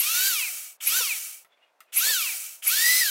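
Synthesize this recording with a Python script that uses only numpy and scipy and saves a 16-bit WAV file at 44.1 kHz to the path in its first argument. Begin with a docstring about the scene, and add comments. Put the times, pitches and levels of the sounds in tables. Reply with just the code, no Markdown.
"""Electric drill in plastic

Four short bursts, close up in a small room, mono. Each time the motor squeals as it spins up,
whines with fan and gears over the hiss of its brushes, then coasts down. The bit chatters and
squeaks as it cuts. In the pause the work is handled with light clicks and rubs."""
import sys
import numpy as np
from scipy import signal
from scipy.fft import rfft, irfft, next_fast_len
from scipy.io import wavfile
from scipy.ndimage import uniform_filter1d, map_coordinates

SR = 44100
rng = np.random.default_rng(int(sys.argv[2]) if len(sys.argv) > 2 else 0)


def pcm_store(signal):
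    """Save signal as 16-bit PCM."""
    levels = np.round(np.clip(np.atleast_2d(signal), -1, 1) * 32767)
    wavfile.write(sys.argv[1], SR, levels.astype(np.int16).T)


N = 136710

# trigger pulls (on [s], release [s], at rest [s], target whine [Hz], spin-up constant [s], drag [1])
PULLS = [(-0.165, 0.286, 0.775, 1778, 0.2023, 0.38), (0.803, 0.984, 1.45, 1854, 0.0997, 0.54),
         (1.922, 2.099, 2.63, 2092, 0.0875, 0.52), (2.62, 3.002, 3.54, 2049, 0.0849, 0.47)]
# fan whine through the housing (pitch [Hz], level [dB])
FAN_LEVELS = [(500, -75), (750, -61), (1000, -57), (1200, -47), (1400, -37), (1550, -34), (1800, -32),
              (1935, -21), (2045, -29.5)]
# gear and fan partials (whine multiple [1], roughness [0-1], base level in pull 1, 2, 3, 4 [dB])
GEAR_PARTIALS = [(2, 0.4, -38, -38, -35, -33), (2.55, 0.3, -36, -35, -32.5, -32.5),
                 (3, .2, -36, -41, -37, -35.5), (4.01, 0.4, -38.5, -32.5, -32, -33),
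                 (4.49, 1, -35.5, -39, -34, -44), (5.01, 0.6, -37, -36, -38, -38),
                 (5.1, 0.6, -45, -42.5, -49, -38.5), (6.5, 1, -41, -38, -40, -47),
                 (7.65, .5, -36.5, -32, -45, -38), (8.01, 0.8, -32, -43, -35, -42)]
# brush hiss against speed (whine pitch [Hz], base level [dB])
BRUSH_LEVELS = [(15, -67.5), (60, -59), (150, -49.5), (450, -39.5), (1000, -32), (1500, -27.5),
                (2000, -25.5)]
# brush hiss at speed (frequency [Hz], relative level [dB])
FAST_HISS_SPECTRUM = [(60, -47), (150, -41.5), (500, -24.5), (1000, -19.5), (1500, -12.5), (2700, -2.5),
                      (3400, -6), (4300, -2.5), (8500, -3.5), (12000, -0.5), (15800, -4)]
# brush hiss at low speed (frequency [Hz], relative level [dB])
SLOW_HISS_SPECTRUM = [(100, -49.5), (300, -31.5), (700, -19), (1000, -21), (1350, -9.5), (1850, -13),
                      (2300, -0.5), (2900, -2.5), (3500, -10.5), (6600, -1), (10000, 1), (15800, -3.5)]
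# spin-up squeals (peak time [s], level [dB])
SPIN_UP_SQUEALS = [(.003, -20.5), (0.876, -20.5), (1.976, -19), (2.678, -20)]
# gears taking up slack (frequency [Hz], relative level [dB])
JOLT_SPECTRUM = [(80, -43), (500, -27), (1800, -6.5), (2400, 0.5), (3100, 4), (4500, -20), (12000, -24)]
# bit cutting (start [s], end [s], level [dB])
CUT_SPANS = [(0.126, .35, -48.5), (0.924, 1.04, -42.5), (2.05, 2.125, -40.5), (2.265, 2.31, -57),
             (2.705, 2.98, -63)]
# bit chatter (frequency [Hz], relative level [dB])
CHATTER_SPECTRUM = [(50, -30), (100, -19), (145, -1.5), (200, -4.5), (550, 1), (1000, 5), (2500, 3.5),
                    (8000, -35.5)]
# bit squeaking in the hole (time [s], pitch [Hz], level [dB])
BIT_SQUEAKS = [(1.011, 495, -39), (2.106, 510, -44)]
# handling clicks (time [s], level [dB])
HANDLING_CLICKS = [(1.4473, -51), (1.8048, -42.5)]
# modes of the clicked plastic (frequency [Hz], relative level [dB], T60 [s])
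PLASTIC_MODES = [(1324, 5, 0.052), (1975, -12, 0.062), (2169, -15, 0.07), (2690, -23, 0.1)]
# hand rubs (time [s], sigma [s], level [dB], ring pitch [Hz])
HAND_RUBS = [(1.53, 0.014, -63, 3454), (1.578, 0.0076, -65, 2320), (1.631, 0.02, -63.5, 2776),
             (1.68, 0.017, -70, 2380), (1.893, 0.013, -64.5, 2530)]
# rubs and click tails (frequency [Hz], relative level [dB])
RUB_SPECTRUM = [(100, -22), (700, -13), (1600, 0.5), (2700, 3), (4500, -12), (15000, -37)]
# room background (frequency [Hz], relative level [dB])
FLOOR_SPECTRUM = [(30, -53.5), (150, -26), (400, -12), (650, -3), (1500, -10), (4000, -22.5), (15000, -33)]

FAN_BLADES, BAND_LIMIT_HZ = 10, 15880


def rotor(current_rise_s=0.0053, current_fall_s=0.007):
    """Whine pitch and current: the motor speeds up under power, then friction and drag slow it."""
    t, pitch_hz, current = clock(), np.ones(N), np.zeros(N)
    for on, release, rest, target_hz, spin_s, drag in PULLS:
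        driven_hz = target_hz * (1 - np.exp(-(np.clip(t, on, release) - on) / spin_s))
        coast = np.clip((t - release) / (rest - release), 0, 1)
        pitch_hz = np.maximum(pitch_hz, driven_hz * (1 - coast) * np.exp(-drag * coast))
        current += np.clip((t - on) / current_rise_s, 0, 1) * np.clip((release - t) / current_fall_s, 0, 1)
    return uniform_filter1d(pitch_hz, size=300) * (1 + 0.0021 * wobble(40)), current


def motor(pitch_hz, current, full_speed_hz=1913, hum_db_per_decade=96):
    """The fan whines at blade rate; rotor unbalance hums once a turn."""
    phase = phase_of(pitch_hz)
    whine = amp(along(FAN_LEVELS, pitch_hz)) * tone(phase, rough=0.2, width_hz=150)
    hum_db = -65.5 + hum_db_per_decade * np.log10(pitch_hz / full_speed_hz)
    hum = amp(hum_db) * np.sin(phase / FAN_BLADES) * (.4 + current)
    return highpass_gain(pitch_hz, 640, order=6) * (whine + hum)


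def gears(pitch_hz, current, mesh_multiple=2.65, case_hz=2420, case_width_hz=550):
    """Each pull has its own partials; those near the mesh tone flare in the case resonance."""
    on, release = np.transpose(PULLS)[:2]
    pull = np.searchsorted(on, clock()) - 1
    speed_decades = np.log10(pitch_hz / np.interp(release, clock(), pitch_hz)[pull])
    flare_db = 16.5 - 6 * current  # taut gears ring the case less
    phase, out = phase_of(pitch_hz), np.zeros(N)
    for multiple, rough, *levels_db in GEAR_PARTIALS:
        hz = multiple * pitch_hz
        near_mesh = np.exp(-2 * (multiple - mesh_multiple) ** 2)
        case_db = near_mesh * flare_db / (1 + (2 * (hz - case_hz) / case_width_hz) ** 2)
        speed_db = (3 + 13 * multiple) * speed_decades
        gain = amp(np.array(levels_db)[pull] + speed_db + case_db) * highpass_gain(hz, 2100, order=8)
        out += gain * tone(multiple * phase, rough, width_hz=60 * multiple)
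    return out * highpass_gain(pitch_hz, 800, order=6)


def brushes(pitch_hz, current, sparks_per_s=2500, spark_share=0.17, slow_hz=600, fast_hz=1500):
    """Brushes scrape and spark on the commutator, pulsing twice a turn; speed sets level and colour."""
    sparks = unit(noise() * (rng.random(N) < sparks_per_s / SR))
    scrape = np.sqrt(1 - spark_share) * noise() + np.sqrt(spark_share) * sparks
    scrape *= 1 + 0.13 * np.sin(2 * phase_of(pitch_hz) / FAN_BLADES)
    fast = np.clip((pitch_hz - slow_hz) / (fast_hz - slow_hz), 0, 1)
    hiss = fast * amp(3) * coloured(scrape, FAST_HISS_SPECTRUM)
    hiss += (1 - fast) * amp(4.5) * coloured(scrape, SLOW_HISS_SPECTRUM)
    sparking_db = 2 * current
    level_db = along(BRUSH_LEVELS, pitch_hz) + sparking_db + .5 * wobble(70)
    turning = np.clip((pitch_hz - 1) / 20, 0, 1)
    return room(hiss) * turning * amp(level_db)


def squeals(centre_hz=11360, rise_hz_per_s=80000, catch_hz=10100, rattle_hz=413, case_hz=2416):
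    """A rising, rattling squeal as the rotor picks up speed; it also rings the gear case."""
    t, out = clock(), np.zeros(N)
    for at_s, db in SPIN_UP_SQUEALS:
        glide_hz = np.clip(centre_hz + rise_hz_per_s * (t - at_s), centre_hz / 2, BAND_LIMIT_HZ)
        rattle = 1 + .35 * np.sin(2 * np.pi * rattle_hz * (t - at_s))
        squeal = rattle * tone(phase_of(glide_hz), rough=.55, width_hz=1900)
        case = tone(phase_of(glide_hz * case_hz / centre_hz), rough=0.92, width_hz=710)
        caught = .5 + .5 * np.tanh((glide_hz - catch_hz) / 400)
        out += amp(db) * caught * swell(at_s, sigma_s=0.011) * (squeal + amp(-14) * case)
    return out


def jolts(level_db=-40.5, rise_s=0.0047, t60_s=.3):
    """A short rasp as the gears take up their slack at each start."""
    t, envelope = clock(), np.zeros(N)
    for on, *_ in PULLS:
        envelope += np.clip((t - on) / rise_s, 0, 1) * amp(level_db - 60 * np.abs(t - on) / t60_s)
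    return envelope * coloured(noise(), JOLT_SPECTRUM)


def bit(knocks_per_s=47.26):
    """The cutting edges catch the plastic in dull regular knocks, and now and then squeak."""
    knocks = np.zeros(N)
    for start_s, end_s, db in CUT_SPANS:
        for at_s in np.arange(start_s, end_s, 1 / knocks_per_s):
            knocks += amp(db) * swell(at_s, sigma_s=0.0031)
    out = knocks * coloured(noise(), CHATTER_SPECTRUM)
    for at_s, hz, db in BIT_SQUEAKS:
        phase = 2 * np.pi * hz * clock()
        out += amp(db) * swell(at_s, sigma_s=0.0046) * (np.sin(phase) + np.sin(2 * phase))
    return out


def clicks(crack_t60_s=0.013, tail_t60_s=0.043):
    """Handled plastic clicks: ringing modes, a bright crack and a duller tail."""
    out = np.zeros(N)
    strongest_db = max(db for _, db, _ in PLASTIC_MODES)
    for at_s, db in HANDLING_CLICKS:
        t = np.maximum(clock() - at_s, 0)
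        ring = sum(amp(mode_db - strongest_db - 60 * t / t60_s) * np.sin(2 * np.pi * hz * t)
                   for hz, mode_db, t60_s in PLASTIC_MODES)
        crack = amp(3.5 - 60 * t / crack_t60_s) * filtered(noise(), lambda hz: hz / (hz + 1500))
        tail = amp(-2.5 - 60 * t / tail_t60_s) * coloured(noise(), RUB_SPECTRUM)
        out += amp(db) * (t > 0) * (amp(-3) * ring + crack + tail)
    return out


def rubs():
    """Soft rubs of the hand, each ringing the work at one pitch."""
    out = np.zeros(N)
    for at_s, sigma_s, db, hz in HAND_RUBS:
        ring = tone(2 * np.pi * hz * clock(), rough=0.91, width_hz=260)
        friction = coloured(noise(), RUB_SPECTRUM)
        out += amp(db) * swell(at_s, sigma_s) * (amp(-3) * friction + amp(-3.5) * ring)
    return out


def room(x, t60_s=0.15, wet_db=-2):
    """Bench and near walls add a short tail; the level stays the same."""
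    t = np.arange(SR // 4) / SR
    tail = rng.standard_normal(len(t)) * amp(-60 * t / t60_s)
    wet = signal.fftconvolve(x, tail / np.linalg.norm(tail))[:N]
    return (x + amp(wet_db) * wet) / np.sqrt(1 + amp(wet_db) ** 2)


def background(level_db=-69.5):
    """Faint steady room noise."""
    return amp(level_db) * coloured(noise(), FLOOR_SPECTRUM)


def amp(db):
    """Decibels to gain."""
    return 10 ** (np.asarray(db) / 20)


def unit(x):
    """Scale to rms 1."""
    return x / np.sqrt(np.mean(x ** 2) + 1e-20)


def clock():
    """Sample times in seconds."""
    return np.arange(N) / SR


def along(points, hz):
    """(Hz, value) points read on a log axis."""
    knots_hz, values = np.transpose(sorted(points))
    return np.interp(np.log(hz + 1), np.log(knots_hz + 1), values)


def highpass_gain(hz, corner_hz, order):
    """Butterworth high-pass magnitude."""
    return 1 / np.sqrt(1 + (corner_hz / hz) ** (2 * order))


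def filtered(x, response):
    """Apply a frequency response to x."""
    size = next_fast_len(N + 8192)
    return irfft(rfft(x, size) * response(np.fft.rfftfreq(size, 1 / SR)), size)[..., :N]


def coloured(x, spectrum):
    """x shaped by (Hz, dB) points, at rms 1."""
    return unit(filtered(x, lambda hz: amp(along(spectrum, hz))))


def noise():
    """White noise."""
    return rng.standard_normal(N)


def wobble(knots_per_s):
    """Smooth random curve at rms 1."""
    return unit(map_coordinates(noise(), [clock() * knots_per_s], mode="wrap"))


def phase_of(hz):
    """Running phase of a pitch curve."""
    return 2 * np.pi * np.cumsum(hz) / SR


def tone(phase, rough, width_hz):
    """A partial of rms 1; rough is the share of its power in narrow noise."""
    fuzz = wobble(width_hz) * np.sin(phase) + wobble(width_hz) * np.cos(phase)
    return np.sqrt(2 * (1 - rough)) * np.sin(phase) + np.sqrt(rough) * fuzz


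def swell(at_s, sigma_s):
    """Gaussian envelope."""
    return np.exp(-.5 * ((clock() - at_s) / sigma_s) ** 2)


def scene():
    """The drill and the work in a quiet room, the same in both ears."""
    pitch_hz, current = rotor()
    drill = motor(pitch_hz, current) + gears(pitch_hz, current) + jolts() + brushes(pitch_hz, current)
    mono = drill + bit() + room(squeals() + rubs() + clicks()) + background()
    return np.array([mono, mono])


def record(dry, low_cut_hz=95, edge_hz=70):
    """Microphone bass roll-off and a steep band limit."""
    def response(hz):
        bass = .1 + .9 * hz ** 4 / (hz ** 4 + low_cut_hz ** 4)
        return bass * (.5 - .5 * np.tanh((hz - BAND_LIMIT_HZ) / edge_hz))
    return filtered(dry, response)


dry = scene()
out = record(dry)
pcm_store(out)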